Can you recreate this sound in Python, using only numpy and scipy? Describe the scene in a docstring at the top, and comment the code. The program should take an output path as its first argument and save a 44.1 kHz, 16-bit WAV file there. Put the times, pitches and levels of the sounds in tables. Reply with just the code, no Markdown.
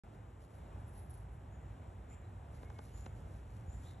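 """A quiet flower garden on a handheld phone. Low outdoor rumble and a wash of moving air throughout.
Leaves swish softly from the start, some with a crisp top; near 1 s a moth's wings tick against petals.
From 1.5 s small birds call thinly, scattered by the trees. From 2.5 s the leaves swish more often,
with four small knocks up to 3.1 s; the rumble peaks just after."""
import sys
import numpy as np
from scipy import signal
from scipy.fft import rfft, irfft
from scipy.io import wavfile
from scipy.ndimage import uniform_filter1d

SR = 44100
rng = np.random.default_rng(int(sys.argv[2]) if len(sys.argv) > 2 else 0)


def to_wav(s):
    """Save 16-bit WAV."""
    ch = np.atleast_2d(s).T  # columns
    pcm = np.round(np.clip(ch, -1, 1) * 32767)  # PCM
    wavfile.write(sys.argv[1], SR, pcm.astype(np.int16))


N = 176400
TIME_S = np.arange(N) / SR
FREQ_HZ = np.maximum(np.arange(N // 2 + 1) * SR / N, 1)

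# outdoor air spectrum: freq_hz, relative_db
AIR_SPECTRUM = [(20, -102), (32, -94), (42, -80), (53, -65), (65, -69), (105, -69.5), (150, -79),
                (220, -85.5), (450, -91), (800, -91), (1400, -100), (2100, -106), (3700, -115),
                (4250, -121), (6500, -122), (7400, -114), (8200, -113), (9000, -121), (10900, -118),
                (12000, -128), (13500, -138)]
# rumble envelope: time_s, gain_db
RUMBLE_ENVELOPE = [(0, -3), (.9, -0.3), (1.4, 0), (2.4, -1.1), (3.2, 3.5), (4, 1.5)]
# wash envelope: time_s, gain_db
WASH_ENVELOPE = [(0, 1.04), (2.4, -0.44), (2.9, 1.65), (3.3, 0.83), (4, -0.0013)]
# air, left over right: freq_hz, balance_db
AIR_BALANCE = [(100, -.5), (380, -3.5), (680, -0.8), (1200, 4), (2100, -0.3)]
# air, side over mid: freq_hz, width_db
AIR_WIDTH = [(40, -32), (110, -25), (200, -15), (480, -6), (800, -5.5), (1150, -1.5), (1750, -17),
             (4000, -16), (9000, -20)]
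# bird notes: start_s, length_s, start_hz, end_hz, flutter_ratio, relative_db
BIRD_NOTES = [(1.51, .06, 6600, 7000, .032, -79.5), (1.6, .05, 6600, 7200, .028, -82),
              (2.08, .075, 6850, 7400, .018, -67.5), (2.095, .06, 2350, 2550, .13, -69),
              (2.22, .06, 3850, 4000, .03, -82), (2.54, .1, 2090, 2080, .008, -81),
              (2.648, .045, 2160, 2170, .004, -70), (2.69, .14, 2165, 2175, .01, -76),
              (2.86, .09, 3100, 2950, .08, -76), (2.925, .095, 6550, 7270, .02, -65.7),
              (3.66, .13, 6650, 7400, .028, -67.7), (3.81, .1, 7150, 7400, .028, -73.5),
              (3.828, .092, 3050, 3880, .05, -67.7)]
# leaf swishes: centre_s, width_s, level_db
LEAF_SWISHES = [(.148, .03, -77), (.435, .04, -71), (.565, .09, -76), (.98, .06, -72.5), (1.15, .1, -75.5),
                (2.122, .045, -74), (2.555, .045, -69.5), (2.63, .06, -73), (2.74, .08, -76),
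                (2.86, .11, -68.5), (3.0, .1, -68), (3.18, .06, -76), (3.34, .13, -73.5), (3.56, .13, -75),
                (3.74, .12, -75), (3.87, .1, -68.5)]
# leaf scrape spectrum: freq_hz, relative_db
LEAF_SPECTRUM = [(900, 4), (2500, -3), (4200, -2), (6000, -2.3), (8000, -1.5), (9000, -2), (10800, 4.5),
                 (12000, -9), (13600, -28)]
# knocks: start_s, body_db, crackle_db, crackle_width_s
KNOCK_HITS = [(2.632, -45, -65.5, .003), (2.7025, -47.5, -64.5, .005), (2.7905, -41.5, -57.3, .0035),
              (3.0635, -43.5, -56.5, .005)]
# knock body modes: pitch_hz, relative_db, t60_s
BODY_MODES = [(240, -5, .05), (400, -8.5, .03), (590, -6, .024), (820, -1.5, .024), (1100, -1, .018),
              (1450, -5, .015), (1950, -9, .012)]
# knock crackle spectrum: freq_hz, relative_db
CRACKLE_SPECTRUM = [(600, -6), (1500, 1), (2300, 1.5), (3300, 0), (4500, -7), (7000, -7.5), (9000, -20),
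                    (13000, -42)]
# bright dry ticking (moth wings on petals near 1 s, elsewhere the crisp top of leaf rustles):
# centre_s, width_s, level_db
TICK_BURSTS = [(.56, .07, -78), (.81, .03, -79), (.889, .024, -67), (.94, .05, -71.5), (.985, .033, -63.5),
               (1.03, .055, -69.5), (1.108, .014, -60), (1.145, .02, -62.5), (1.177, .007, -65),
               (1.2, .06, -74.5), (1.34, .06, -80), (2.85, .03, -77)]
# tick spectrum: freq_hz, relative_db
TICK_SPECTRUM = [(2000, -22), (5000, -12.5), (7000, -24), (9000, 0.5), (10300, 8.5), (11100, 4.5),
                 (12000, -17), (14000, -22)]
# left microphone's phase lead: freq_hz, lead_rad
MIC_PHASE = [(0, 0), (300, -0.1), (620, 0.8), (1000, 1.3), (1220, 4.6), (1750, 6.3), (2600, 7.0),
             (4050, 7.1), (4600, 8.2), (5150, 11.1), (5700, 12.6), (6200, 12.6), (9000, 15.7), (9400, 15.7),
             (11600, 18.0), (12000, 18.9)]


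def undb(db):
    """Decibels to gain."""
    return 10 ** (np.asarray(db) / 20)


def unit_rms(x):
    """Scale to rms 1."""
    return x / np.sqrt(np.mean(x ** 2))


def over_hz(points):
    """Table onto FFT bins, log-frequency interpolation."""
    hz, value = np.array(points, float).T
    return np.interp(np.log(FREQ_HZ), np.log(hz), value)


def colour(x, spectrum):
    """Filter by a spectrum table; rms 1."""
    return unit_rms(irfft(rfft(x) * undb(over_hz(spectrum)), N))


def noise():
    """White noise."""
    return rng.standard_normal(N)


def wander(rate_hz):
    """Smooth random drift; rms 1."""
    hold = max(int(SR / rate_hz), 1)
    steps = np.repeat(noise()[:N // hold + 1], hold)
    return unit_rms(uniform_filter1d(uniform_filter1d(steps, hold), hold)[:N])


def swell(centre_s, width_s):
    """Gaussian envelope; width is two sigma."""
    return np.exp(-2 * ((TIME_S - centre_s) / width_s) ** 2)


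def swells(rows):
    """Power sum of swells."""
    return np.sqrt(sum((undb(db) * swell(centre_s, width_s)) ** 2 for centre_s, width_s, db in rows))


def air(level_db=-50, breeze_db=1.12, flicker_db=0.71, lowest_hz=30, rumble_top_hz=220):
    """Rumble and moving air: octave bands swell together, flicker alone; widest in the mids."""
    width = undb(over_hz(AIR_WIDTH))
    sides = np.array([[1], [-1]])
    spectrum = (rfft(noise()) + sides * width * rfft(noise())) / np.hypot(1, width)
    spectrum *= undb(over_hz(AIR_SPECTRUM) + sides * over_hz(AIR_BALANCE) / 2)
    spectrum /= np.std(irfft(spectrum, N))
    octave = np.clip(np.log2(FREQ_HZ / lowest_hz), 0, 9)
    shared_db = breeze_db * wander(3.6)
    out = 0
    for k in range(10):
        envelope = RUMBLE_ENVELOPE if lowest_hz * 2 ** k < rumble_top_hz else WASH_ENVELOPE
        gain_db = np.interp(TIME_S, *np.array(envelope).T) + shared_db + flicker_db * wander(14)
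        band = irfft(spectrum * np.maximum(1 - abs(octave - k), 0), N)
        out += band * undb(gain_db)
    return out * undb(level_db)


def birds(glide_power=2.4, flutter_hz=800, direct_db=-5, trees_db=-6.5, trees_t60_s=0.47):
    """Thin notes that glide and level off, rasped by pitch flutter, scattered by trees."""
    song = 0
    for start_s, length_s, start_hz, end_hz, flutter_ratio, db in BIRD_NOTES:
        progress = np.clip((TIME_S - start_s) / length_s, 0, 1)
        glide_hz = end_hz + (start_hz - end_hz) * (1 - progress) ** glide_power
        pitch_hz = glide_hz * (1 + flutter_ratio * wander(flutter_hz))
        envelope = 2 * undb(db) * np.sin(np.pi * progress)
        song += envelope * np.sin(2 * np.pi * np.cumsum(pitch_hz) / SR)
    tail = noise() * undb(-60 * TIME_S / trees_t60_s)
    echo = signal.fftconvolve(song, tail / np.linalg.norm(tail))[:N]
    return undb(direct_db) * song + undb(trees_db) * echo


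def leaves(grains_per_s=5000, scatter_db=2.5, flicker_db=0.99):
    """Dense tiny leaf-on-leaf scrapes in soft swishes."""
    grains = (rng.random(N) < grains_per_s / SR) * noise()
    grains *= undb(scatter_db * rng.exponential(size=N))
    return colour(grains, LEAF_SPECTRUM) * swells(LEAF_SWISHES) * undb(flicker_db * wander(40))


def knocks(detune_ratio=.07, attack_s=.0004, crackle_lead_s=.0005):
    """Short crackle into a dull, damped ring, like a twig giving way."""
    crackle = colour(noise(), CRACKLE_SPECTRUM)
    tunings = 1 + detune_ratio * rng.uniform(-1, 1, (len(KNOCK_HITS), len(BODY_MODES)))
    out = 0
    for (start_s, body_db, crackle_db, crackle_width_s), tuning in zip(KNOCK_HITS, tunings):
        age_s = np.maximum(TIME_S - start_s, 0)
        ring = 0
        for (pitch_hz, db, t60_s), ratio in zip(BODY_MODES, tuning):
            decay = undb(-60 * np.minimum(age_s / t60_s, 10))
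            ring += undb(db) * decay * np.sin(2 * np.pi * (pitch_hz * ratio * age_s + rng.random()))
        out += undb(body_db) * ring * (1 - np.exp(-age_s / attack_s))
        out += undb(crackle_db) * swell(start_s - crackle_lead_s, crackle_width_s) * crackle
    return out


def wing_and_leaf_ticks(rate_hz=170, jitter_s=0.0012, decay_s=0.0005, scatter_db=2.5, hiss_db=-11.5):
    """Uneven dry ticks: wing strokes flicking petals near 1 s, elsewhere the crisp top of rustles."""
    cycles = (TIME_S + jitter_s * wander(130)) * rate_hz
    strength = undb(scatter_db * np.clip(noise(), -2, 2))[cycles.astype(int)]
    age_s = (cycles % 1) / rate_hz
    envelope = strength * np.exp(-age_s / decay_s) + undb(hiss_db)
    return colour(envelope * noise(), TICK_SPECTRUM) * swells(TICK_BURSTS)


def scene():
    """Stereo air plus centred sources."""
    return air() + leaves() + wing_and_leaf_ticks() + knocks() + birds()


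def record(dry, mute_s=.036, lowpass_hz=13800):
    """Phone microphone pair: phase offset, brief opening mute, low-pass."""
    lead_rad = np.interp(FREQ_HZ, *np.array(MIC_PHASE).T)
    rotation = np.exp(1j * np.array([[1], [-1]]) * lead_rad / 2)
    heard = irfft(rfft(dry) * rotation, N) * (TIME_S > mute_s)
    lowpass = signal.ellip(8, .2, 70, lowpass_hz, fs=SR, output="sos")
    return signal.sosfilt(lowpass, heard)


dry = scene()
out = record(dry)
to_wav(out)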